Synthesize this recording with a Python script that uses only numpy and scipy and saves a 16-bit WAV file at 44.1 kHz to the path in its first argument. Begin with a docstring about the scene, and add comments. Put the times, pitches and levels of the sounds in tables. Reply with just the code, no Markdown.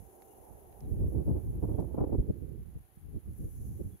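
"""Gusty wind on a hillside

Gusty wind meets the two ports of a hand-held phone on an open, scrubby hillside. Eddies thump each port
and flutter across both: shaped noise that follows gusts and buffets. Noise and wavering sines make a hollow
rush in the lulls. Steam and leaves hiss thinly far off as noise bands, an insect ticks on the left and
fingers tap the case as decaying noise, and distant birds call as gliding sines."""
import sys
import numpy as np
from scipy import signal
from scipy.fft import rfft, irfft
from scipy.io import wavfile
from scipy.ndimage import uniform_filter1d

SR = 44100
rng = np.random.default_rng(int(sys.argv[2]) if len(sys.argv) > 2 else 0)


def wav_record(signal):
    """Record a signal, one row per channel, as 16-bit PCM in the file named by sys.argv[1]."""
    frames = np.transpose(np.atleast_2d(signal))
    bounded = np.clip(frames, -1, 1)
    # unit amplitude maps onto the largest positive 16-bit level
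    quanta = np.round(bounded * 32767).astype(np.int16)
    wavfile.write(sys.argv[1], SR, quanta)


N = 176400  # samples, 4 s


def undb(db):
    """Amplitude ratio: 20 dB is a factor of ten."""
    return 10 ** (np.asarray(db) / 20)


def curve(table, order):
    """Envelope by linear interpolation: one column of a table, joined by straight lines in time."""
    rows = np.array(table, float)
    return np.interp(np.arange(N) / SR, rows[:, 0], rows[:, order])


def colour(x, points):
    """Spectral shaping: weight each row's spectrum by points joined over octaves, 40 dB/octave outside."""
    hz, db = np.array(points, float).T
    octave = np.log2(np.maximum(np.fft.rfftfreq(N, 1 / SR), 1))
    below = np.maximum(np.log2(hz[0]) - octave, 0)
    above = np.maximum(octave - np.log2(hz[-1]), 0)
    gain_db = np.interp(octave, np.log2(hz), db) - 40 * (below + above)
    return irfft(rfft(x) * undb(gain_db), N)


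def unit(x):
    """Power normalisation: scale to rms 1."""
    return x / np.sqrt(np.mean(x ** 2))


def even(x, span_s):
    """Short-time power normalisation: hold the local rms near 1, so that only the wind sets the swells."""
    span = int(span_s * SR)
    power = uniform_filter1d(uniform_filter1d(x ** 2, span), span)
    return x / np.sqrt(power)


def walk(rate_hz, channels=2):
    """Low-frequency random modulation: normal values held 1 / rate seconds, smoothed to rms 1."""
    hold = max(int(SR / rate_hz), 2)
    held = np.repeat(rng.standard_normal((channels, N // 100)), hold, axis=1)[:, :N]
    return unit(uniform_filter1d(uniform_filter1d(held, hold), hold))


def noise():
    """Incoherent white noise: unrelated at the two ports."""
    return rng.standard_normal((2, N))


def pan(db):
    """Level difference, left minus right: gains whose squares always sum to 4."""
    left = 1 / (1 + undb(-np.asarray(db, float)) ** 2)
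    return 2 * np.sqrt(np.array([left, 1 - left]))


def add(out, start_s, sound):
    """Superposition: mix a short stereo sound in at a time."""
    i = int(start_s * SR)
    out[:, i:i + sound.shape[1]] += sound[:, :N - i]


def hiss():
    """Broadband turbulence noise: two thin, flickering bands of far hiss over the still-air floor."""
    # far hiss before the port gains: t/s, high band level/dB, low band level/dB
    hiss_levels = [(0, -66.5, -80.5), (.9, -68.5, -85), (1.82, -69, -85.5), (2.05, -73, -88.5),
                   (2.6, -74, -89.5), (3.28, -71.5, -89.5), (3.38, -65, -82), (3.63, -65.5, -78),
                   (3.67, -62.5, -76), (3.72, -66, -79), (4, -68, -85.5)]
    # relative spectral density of the high band at each port: f/Hz, level/dB
    left_colour = [(8300, -22.5), (9500, -11), (10800, 1), (12000, -1), (13200, -6.5), (14500, -20.5),
                   (16000, -2)]
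    right_colour = [(8500, -30.5), (9500, -14), (10800, 0), (11800, -6), (12800, -18.5), (14500, -22.5),
                    (16000, -10.5)]
    # relative spectral density of the low band: f/Hz, level/dB
    low_colour = [(5000, -10.5), (5800, -3.5), (6500, 2.5), (7300, -0.5), (8000, -7.5)]
    # relative spectral density of still air and microphone floor: f/Hz, level/dB
    air_colour = [(100, -5.5), (411, -20), (742, -8), (1660, -11.5), (3000, -16.5), (5000, -23),
                  (8230, -49.5), (11100, -15), (15500, -20)]
    flicker = undb(1.5 * walk(rate_hz=150))  # 1.5 dB spread
    source = noise() * flicker
    high = np.array([colour(source[0], left_colour), colour(source[1], right_colour)])
    high = unit(high) * np.sqrt(2)  # the gain of a centred pan
    low = unit(colour(noise() * flicker, low_colour)) * pan([-2])
    air = unit(colour(noise(), air_colour)) * undb(-74.5)
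    return high * undb(curve(hiss_levels, order=1)) + low * undb(curve(hiss_levels, order=2)) + air


def rush():
    """Cavity resonance: steady air over a hollow, with a few notes wavering in pitch and level."""
    # rush before the port gains: t/s, level/dB
    rush_levels = [(0, -66.5), (.2, -62), (.74, -62.5), (.95, -68), (2.6, -78), (2.75, -76), (3.25, -79.5),
                   (4, -78)]
    # relative spectral density of the air noise: f/Hz, level/dB
    rush_colour = [(220, -11.5), (320, -6), (400, -5), (520, -8), (820, -7), (1150, -25.5), (1600, -36)]
    # wavering notes: mean f/Hz, mean amplitude/dB re the rms of the air noise
    rush_tones = [(220, -16), (372, -5.5), (435, -10.5), (765, -8.5)]
    waver_share, waver_db, waver_rate_hz = .04, 3, 70  # spread of pitch (as a fraction) and of level
    air = unit(colour(noise() * undb(2.0 * walk(rate_hz=13)), rush_colour))
    for hz, db in rush_tones:
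        pitch, swell = walk(waver_rate_hz)
        phase = 2 * np.pi * np.cumsum(hz * (1 + waver_share * pitch)) / SR
        air = air + np.sin(phase) * undb(db + waver_db * swell)
    return air * undb(curve(rush_levels, order=1)) * pan([-1.5])


def insect_ticks(out):
    """Impulsive radiation: treble noise bursts that start at once and decay exponentially."""
    # onsets: t/s
    tick_times = [.063, .155, .248, .338, .431, .527, .622, .718, .897, .991, 1.082, 1.172, 1.265, 1.359,
                  1.449, 1.546, 1.627, 1.708, 1.997, 2.094, 2.187, 2.28, 2.375]
    # relative spectral density: f/Hz, level/dB
    tick_colour = [(9000, -30), (11000, -10), (13500, 0), (16000, 0)]
    onset_db, fade_db_per_s, t60_s = -61, -1.5, .05  # onset: both ports' power summed, at time zero
    t = np.arange(4096) / SR
    fizz = unit(colour(noise(), tick_colour))
    for start_s in tick_times:
        i = int(start_s * SR)
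        level_db = onset_db + fade_db_per_s * start_s - 60 * t / t60_s
        add(out, start_s, fizz[:, i:i + len(t)] * undb(level_db) * pan([9]) / 2)


def finger_taps(out):
    """Damped impact: band-passed noise with an instant onset and exponential decay."""
    # taps: t/s, onset level/dB (both ports' power summed), left minus right/dB, brightness f/Hz, t60/s
    taps = [(0.221, -52, -18, 250, 0.022), (0.726, -62, -20, 900, .02), (.806, -51, -8, 8000, .011),
            (1.796, -65, -2, 11000, 0.14)]
    t = np.arange(4096) / SR
    grit = noise()
    for start_s, db, pan_db, hz, t60_s in taps:
        i = int(start_s * SR)
        edges_hz = [hz / 4, min(2 * hz, .45 * SR)]
        band = signal.butter(1, edges_hz, "bandpass", fs=SR, output="sos")
        tap = unit(signal.sosfilt(band, grit[:, i:i + len(t)]))
        add(out, start_s, tap * undb(db - 60 * t / t60_s) * pan([pan_db]) / 2)


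def bird_calls(out):
    """Frequency modulation: sines glide in pitch, their level blurred apart at the two ports."""
    # calls: t/s, length/s, first f/Hz, last f/Hz, level/dB before blur and port gains, left minus right/dB
    birds = [(.24, .22, 2840, 2860, -94, 0), (.815, .045, 4150, 3750, -91, 5),
             (1.725, .05, 3520, 3150, -88, 0), (3.915, .045, 3420, 3330, -88, -3)]
    blur = undb(6 * walk(rate_hz=90))  # 6 dB spread
    for start_s, length_s, first_hz, last_hz, db, pan_db in birds:
        i = int(start_s * SR)
        u = np.linspace(0, 1, int(length_s * SR))
        phase = 2 * np.pi * np.cumsum(first_hz + (last_hz - first_hz) * u) / SR
        call = np.sin(phase) * np.sqrt(np.sin(np.pi * u))
        add(out, start_s, call * blur[:, i:i + len(u)] * undb(db) * pan([pan_db]))


def small_events():
    """Superposition of the brief sources: insect ticks, finger taps and bird calls."""
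    out = np.zeros((2, N))
    insect_ticks(out)
    finger_taps(out)
    bird_calls(out)
    return out


def wind_db(order):
    """Addition of powers: the steady gust plus a bell-shaped swell for each buffet, as a level."""
    # steady wind: t/s, thump left level/dB, thump right level/dB, flutter level/dB before edge and port gains
    gust = [(0, -88, -43, -98), (.15, -89, -64.5, -83), (.75, -58, -54, -88), (.9, -65, -41, -50.5),
            (1.3, -62, -37.5, -53), (1.75, -67.5, -34.5, -53.5), (2.2, -58, -36.5, -48),
            (2.5, -66, -43, -58.5), (2.8, -51, -49, -73.5), (2.88, -74, -64, -88), (3.08, -80, -55, -65),
            (3.3, -68, -47.5, -73.5), (3.9, -56, -43.5, -60), (4, -96, -71, -82)]
    # buffets: centre t/s, length at half power/s, then the same three levels/dB
    buffets = [(0.4, 0.032, -60, -55, -78), (0.53, 0.059, -58, -48.5, -81), (0.864, 0.065, -37.5, -40, -55),
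               (0.928, 0.034, -34, -27, -49.5), (1.036, 0.1, -28, -27.5, -45.5),
               (1.177, 0.074, -37.5, -26, -40.5), (1.3, 0.055, -23.5, -28.5, -39),
               (1.361, 0.041, -32, -29, -41), (1.48, 0.06, -32.5, -33.5, -59),
               (1.571, 0.038, -30, -46, -52.5), (1.641, 0.025, -31, -26.5, -38),
               (1.695, 0.039, -34.5, -31, -42.5), (1.739, 0.045, -63, -29.5, -42.5),
               (1.797, 0.026, -55, -28, -35.5), (1.827, .012, -68, -41, -38.5),
               (1.847, 0.017, -64, -28, -47), (1.947, 0.011, -73, -37, -37.5),
               (1.986, 0.018, -66, -29.5, -37), (2.018, 0.024, -28, -28, -34.5),
               (2.043, 0.014, -48, -27.5, -34), (2.09, 0.037, -62, -36.5, -42.5),
               (2.135, 0.022, -34, -26, -34.5), (2.154, 0.019, -47, -28, -37),
               (2.197, 0.028, -24.5, -22, -41.5), (2.3, 0.018, -22.5, -26, -34.5),
               (2.436, 0.032, -64, -34, -49.5), (2.522, 0.094, -68, -40.5, -55),
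               (2.603, 0.05, -43, -40.5, -74), (2.678, 0.035, -66, -43, -77), (2.766, 0.022, -34, -39, -59),
               (2.974, 0.0091, -52, -41.5, -65.5), (3.098, 0.13, -42.5, -57, -77),
               (3.161, 0.036, -40, -33, -50), (3.299, 0.067, -41, -37, -59.5),
               (3.439, 0.08, -36.5, -36, -53), (3.553, 0.079, -48, -46, -84),
               (3.675, 0.18, -40.5, -38, -60.5), (3.808, 0.022, -43, -32, -42.5),
               (3.862, 0.032, -38, -35, -59.5), (3.942, 0.028, -48.5, -44, -63.5)]
    squareness = 3.36  # 2 would be a Gaussian bell
    t = np.arange(0, N, 32) / SR  # every 32nd sample is enough
    power = 0
    for row in buffets:
        half_lengths = np.abs(2 * (t - row[0]) / row[1])
        power = power + undb(row[order + 1]) ** 2 * .5 ** (half_lengths ** squareness)
    return 10 * np.log10(np.repeat(power, 32)[:N] + undb(curve(gust, order=order)) ** 2)


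def flutter():
    """Small-eddy turbulence: bursts partly shared by the ports; the upper edge flares in the gusts."""
    # relative spectral density of the body and of the upper edge: f/Hz, level/dB
    body_colour = [(150, -23.5), (220, 3), (330, 6), (450, -1), (600, -15.5), (800, -40.5)]
    edge_colour = [(500, -10), (650, -7.5), (900, -13), (1200, -26.5), (1700, -43), (2400, -48)]
    # upper edge when flutter is at the reference, before bursts and port gains: t/s, level/dB
    edge_levels = [(.75, -66.5), (1.2, -59.5), (2.05, -52), (2.5, -82.5), (3.1, -64), (4, -80)]
    edge_slope, edge_ref_db = 1.2, -40  # edge dB per dB of flutter above the reference
    rate_hz, shared_db, own_db = 110, 1.5, 2.5  # burst spreads, before the body is evened
    bursts = undb(shared_db * walk(rate_hz, channels=1) + own_db * walk(rate_hz))
    db = uniform_filter1d(wind_db(order=3), size=64)
    eddies = noise() * bursts
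    body = even(colour(eddies, body_colour), span_s=.03) * undb(db)
    edge_db = curve(edge_levels, order=1) + edge_slope * (db - edge_ref_db)
    edge = unit(colour(eddies, edge_colour)) * undb(edge_db)
    return (body + edge) * pan([-1.5])


def buffeting():
    """Turbulent pressure fluctuation: uneven low swings at each port, partly opposed."""
    # relative spectral density: f/Hz, level/dB
    thump_colour = [(24, -10.5), (65, 5.5), (100, 0), (216, -11.5), (400, -39)]
    opposed = .042  # share pushing the ports in opposite senses
    swings = noise() * undb(2.5 * walk(rate_hz=45))  # 2.5 dB spread before evening
    swings = even(colour(swings - opposed * swings[::-1], thump_colour), span_s=.04)
    port_db = np.array([wind_db(order=1), wind_db(order=2)])
    return swings * undb(uniform_filter1d(port_db, size=64))


def scene():
    """Superposition: all sources add at the two ports."""
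    return hiss() + rush() + small_events() + flutter() + buffeting()


def record(dry):
    """Band limiting: the phone cuts the top with a steep elliptic low-pass at 15550 Hz."""
    low_pass = signal.ellip(10, .2, 70, 15550, fs=SR, output="sos")  # order, ripple dB, stop dB, edge Hz
    return signal.sosfilt(low_pass, dry)


dry = scene()
out = record(dry)
wav_record(out)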